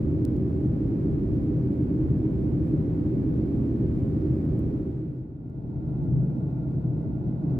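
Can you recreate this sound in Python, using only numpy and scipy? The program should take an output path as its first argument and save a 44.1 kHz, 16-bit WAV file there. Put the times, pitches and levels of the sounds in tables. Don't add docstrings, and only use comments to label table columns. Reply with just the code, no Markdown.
import sys
import numpy as np
from scipy import signal
from scipy.fft import rfft, irfft
from scipy.io import wavfile
from scipy.ndimage import uniform_filter1d

SR = 44100
rng = np.random.default_rng(int(sys.argv[2]) if len(sys.argv) > 2 else 0)


def generate_wav(signal):
    frames = np.transpose(np.atleast_2d(signal))
    scaled = np.clip(frames, -1, 1) * 32767
    pcm = np.round(scaled).astype(np.int16)
    wavfile.write(sys.argv[1], SR, pcm)


N = 334719
TIME, HZ = np.arange(N) / SR, np.fft.rfftfreq(N, 1 / SR)

# f/Hz, relative level/dB
RUMBLE_COLOUR_EARLY = [(22, -20.5), (33, -13), (46, 2), (100, 5), (140, 4.5), (162, 9.5), (180, 0),
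                       (197, 4.5), (225, 3.5), (255, 3), (305, 6.5), (345, -4), (382, 2.5), (440, -16),
                       (520, -15.5), (800, -68.5)]
RUMBLE_COLOUR_LATE = [(22, -43), (35, -28), (49, -4), (72, -3.5), (110, -1.5), (162, 5), (188, -1.5),
                      (225, -1.5), (258, -6), (305, -1), (360, -10.5), (420, -15.5), (480, -20.5),
                      (800, -78)]
HISS_COLOUR_EARLY = [(300, -11), (450, 6.5), (530, 5.5), (650, -0.5), (850, -9.5), (1100, -13),
                     (1500, -19.5), (2400, -24.5), (3000, -29.5), (4500, -39), (7000, -71.5)]
HISS_COLOUR_LATE = [(300, -9.5), (480, 0), (650, -1.5), (900, -9.5), (1200, -21), (1700, -30),
                    (2600, -34.5), (3200, -40.5), (3900, -43), (5000, -56), (7000, -76)]
FIZZ_COLOUR = [(2000, -10), (3500, 1), (4500, 3.5), (5400, 3), (6300, -3.3), (7000, -2.5), (7500, .5),
               (8900, -6.8), (10200, -5.8), (11800, -1.5), (15500, -9)]
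# f/Hz, level change/dB
FIZZ_DULLING = [(8000, 0), (13000, -2.5), (15500, -6)]
# f/Hz, left minus right level/dB
PAN_EARLY = [(40, -4.5), (125, 1.5), (300, -1.5), (520, -4.5), (650, -3), (820, -6), (1100, -4), (1480, -7),
             (1900, -6.5), (2400, -7.5), (3100, -2), (4500, -3.5)]
PAN_LATE = [(40, 6.5), (125, 2.5), (250, -4), (620, -1), (780, 2), (950, -3), (1450, -3), (2200, 0.5),
            (4400, -1)]
PAN_FIZZ = [(3200, -1), (4500, -6), (6000, -2.5), (7600, -6.5), (9000, 0), (11300, -3.5), (15000, 0)]
# f/Hz, likeness (1 = same, 0 = unrelated)
STEREO_LIKENESS = [(50, .99), (350, .95), (480, .63), (650, .25), (900, -.2), (1600, 0), (2400, -.2),
                   (3500, 0)]
# f/Hz, width/Hz, level against the rumble/dB
ENGINE_HUMS = [(79.67, 0.76, -12.5), (313.3, 12, -9.5)]
# f/Hz, width/Hz, level against the hiss/dB
DUCT_TONES_EARLY = [(800, 30, -22), (925, 10, -26), (1480, 25, -33), (3780, 12, -50)]
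DUCT_TONES_LATE = [(645, 18, -12), (865, 25, -18), (1394, 20, -23.3), (1485, 22, -29), (2020, 30, -35),
                   (2550, 140, -37.5), (3800, 200, -42), (4450, 200, -46)]
# t/s, relative level/dB, left minus right level/dB, bass boost/dB
TICK_EVENTS = [(.2497, -37.5, -22, 1.5), (.3645, -52, -10, -4), (4.4522, -54, -7, -12),
               (4.5907, -48, -11, -17), (5.497, -65, -7, 0), (6.0385, -58, -7, 3)]
# f/Hz, relative level/dB
CRISP_COLOUR = [(300, -15), (1300, -4), (2500, 2), (6000, -2), (12000, 0), (16000, -2)]
# t/s, fade time/s, relative level/dB
RUSTLE_EVENTS = [(.66, .05, -81.5), (1.45, .08, -84.5), (2.675, .05, -79)]
# t/s, fade time/s, f/Hz, level/dB
BOOM_EVENTS = [(1.568, 0.038, 122, -27.5), (2.11, 0.087, 128.3, -29), (2.735, 0.075, 157.3, -29),
               (6.162, 0.095, 126.6, -21.5), (6.166, 0.18, 159.5, -30), (6.877, .11, 130.6, -30.5)]


def gain_of(db):
    return 10 ** (np.asarray(db) / 20)


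def curve(points, hz=HZ):
    f, value = np.transpose(points)
    return np.interp(np.log(hz + 1), np.log(f + 1), value)


def ramp(start_s, end_s):
    return np.clip((TIME - start_s) / (end_s - start_s), 0, 1)


def wander(samples):
    drift = uniform_filter1d(rng.standard_normal(N), samples)
    return drift / np.std(drift)


def resonance(hz, width_hz):
    return 1 / (1 + ((HZ - hz) / width_hz) ** 2)


def cabin_noise(colour, pan):
    a, b, c, d = rng.standard_normal((4, len(HZ)))
    likeness = curve(STEREO_LIKENESS)
    left = a + 1j * b
    right = likeness * left + np.sqrt(1 - likeness ** 2) * (c + 1j * d)
    tilt = gain_of(curve(pan) / 2)
    pair = irfft(np.array([left * tilt, right / tilt]) * colour, N)
    return pair / np.std(pair.mean(0))


def steadied(pair, samples):
    power = uniform_filter1d(uniform_filter1d(pair.mean(0) ** 2, samples), samples)
    return pair / np.sqrt(power + 1e-12)


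def fuzzy_tones(rows, pan):
    return sum(gain_of(db) * cabin_noise(resonance(hz, width), pan) for hz, width, db in rows)


def fuselage_rumble(early, late, early_db=-26, late_db=-29.5):
    before = steadied(cabin_noise(gain_of(curve(RUMBLE_COLOUR_EARLY)), PAN_EARLY), samples=7000)
    after = steadied(cabin_noise(gain_of(curve(RUMBLE_COLOUR_LATE)), PAN_LATE), samples=7000)
    before += fuzzy_tones(ENGINE_HUMS, PAN_EARLY)
    return early * gain_of(early_db) * before + late * gain_of(late_db) * after


def engine_drone(early, late, early_db=-32, late_db=-34, throb_db=1.0):
    before = steadied(cabin_noise(resonance(hz=125, width_hz=8), PAN_EARLY), samples=6000)
    after = steadied(cabin_noise(resonance(hz=130.5, width_hz=5), PAN_LATE), samples=6000)
    throb = gain_of(throb_db * wander(samples=6000))
    return throb * (early * gain_of(early_db) * before + late * gain_of(late_db) * after)


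def air_hiss(early, late, early_db=-47, late_db=-50.5):
    before = cabin_noise(gain_of(curve(HISS_COLOUR_EARLY)), PAN_EARLY)
    before += fuzzy_tones(DUCT_TONES_EARLY, PAN_EARLY)
    after = cabin_noise(gain_of(curve(HISS_COLOUR_LATE)), PAN_LATE)
    after += fuzzy_tones(DUCT_TONES_LATE, PAN_LATE)
    return early * gain_of(early_db) * before + late * gain_of(late_db) * after


def air_fizz(early, late, early_db=-78.7, late_db=-87, flicker_db=.5):
    flicker = gain_of(flicker_db * wander(samples=3000))
    before = cabin_noise(gain_of(curve(FIZZ_COLOUR)), PAN_FIZZ)
    after = cabin_noise(gain_of(curve(FIZZ_COLOUR) + curve(FIZZ_DULLING)), PAN_FIZZ)
    return flicker * (early * gain_of(early_db) * before + late * gain_of(late_db) * after)


def ticks(decay_s=0.00034, release_s=.002, catch_db=-13, grit=0.33, boost_db=9.5):
    out, t = np.zeros((2, N)), np.arange(512) / SR
    hz = np.fft.rfftfreq(len(t), 1 / SR)
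    bass_share = np.clip(1 - hz / 11000, 0, 1)
    for at_s, db, pan_db, bass_db in TICK_EVENTS:
        tails = grit * np.exp(-t / decay_s) * rng.standard_normal((2, 2, len(t)))
        catch, release = (t == 0) + tails
        snap = gain_of(catch_db) * np.roll(catch, 8, axis=1)
        snap += np.roll(release, round(release_s * SR), axis=1)
        colour = gain_of(curve(CRISP_COLOUR, hz) + bass_db * bass_share)
        snap = irfft(rfft(snap) * colour)
        snap *= gain_of([[pan_db / 2], [-pan_db / 2]])
        start = round(at_s * SR)
        out[:, start:start + len(t)] += gain_of(db + boost_db) * snap / np.linalg.norm(snap.mean(0))
    return out


def rustles(grain_db=3):
    strokes = sum(gain_of(db) * np.exp(-((TIME - peak_s) / fade_s) ** 2)
                  for peak_s, fade_s, db in RUSTLE_EVENTS)
    grain = gain_of(grain_db * wander(samples=150))
    return strokes * grain * cabin_noise(gain_of(curve(CRISP_COLOUR)), PAN_FIZZ)


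def cabin_booms(width_hz=12):
    out = np.zeros((2, N))
    for peak_s, fade_s, hz, db in BOOM_EVENTS:
        ring = steadied(cabin_noise(resonance(hz, width_hz), PAN_LATE), samples=4000)
        out += gain_of(db) * np.exp(-((TIME - peak_s) / fade_s) ** 2) * ring
    return out


def dip_and_swell(dip_db=12, bottom_s=5.343, bend=1.3, swell_db=3):
    sink = ramp(start_s=4.53, end_s=bottom_s)
    recover = ramp(start_s=bottom_s, end_s=5.964)
    dip = (sink * (1 - recover)) ** bend
    swell = ramp(start_s=7.38, end_s=7.52)
    return gain_of(swell_db * swell - dip_db * dip)


def scene(air_rise_db_per_s=0.22, rise_end_s=4.53):
    blend = ramp(start_s=4.74, end_s=5.66) * np.pi / 2
    early, late = np.cos(blend), np.sin(blend)
    early_air = early * gain_of(air_rise_db_per_s * np.minimum(TIME - rise_end_s, 0))
    cabin = fuselage_rumble(early, late) + engine_drone(early, late)
    cabin += air_hiss(early_air, late) + air_fizz(early_air, late)
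    return dip_and_swell() * cabin + cabin_booms() + ticks() + rustles()


def record(dry):
    fade_s, low_cut_hz, high_cut_hz = .004, 37, 15720
    fade_in = np.sin(np.pi / 2 * ramp(0, fade_s)) ** 2
    bass_cut = signal.butter(6, low_cut_hz, "high", fs=SR, output="sos")
    treble_cut = signal.firwin(511, high_cut_hz, window=("kaiser", 9), fs=SR)
    trimmed = signal.sosfilt(bass_cut, dry * fade_in)
    return signal.oaconvolve(trimmed, treble_cut[None], "same")


dry = scene()
out = record(dry)
generate_wav(out)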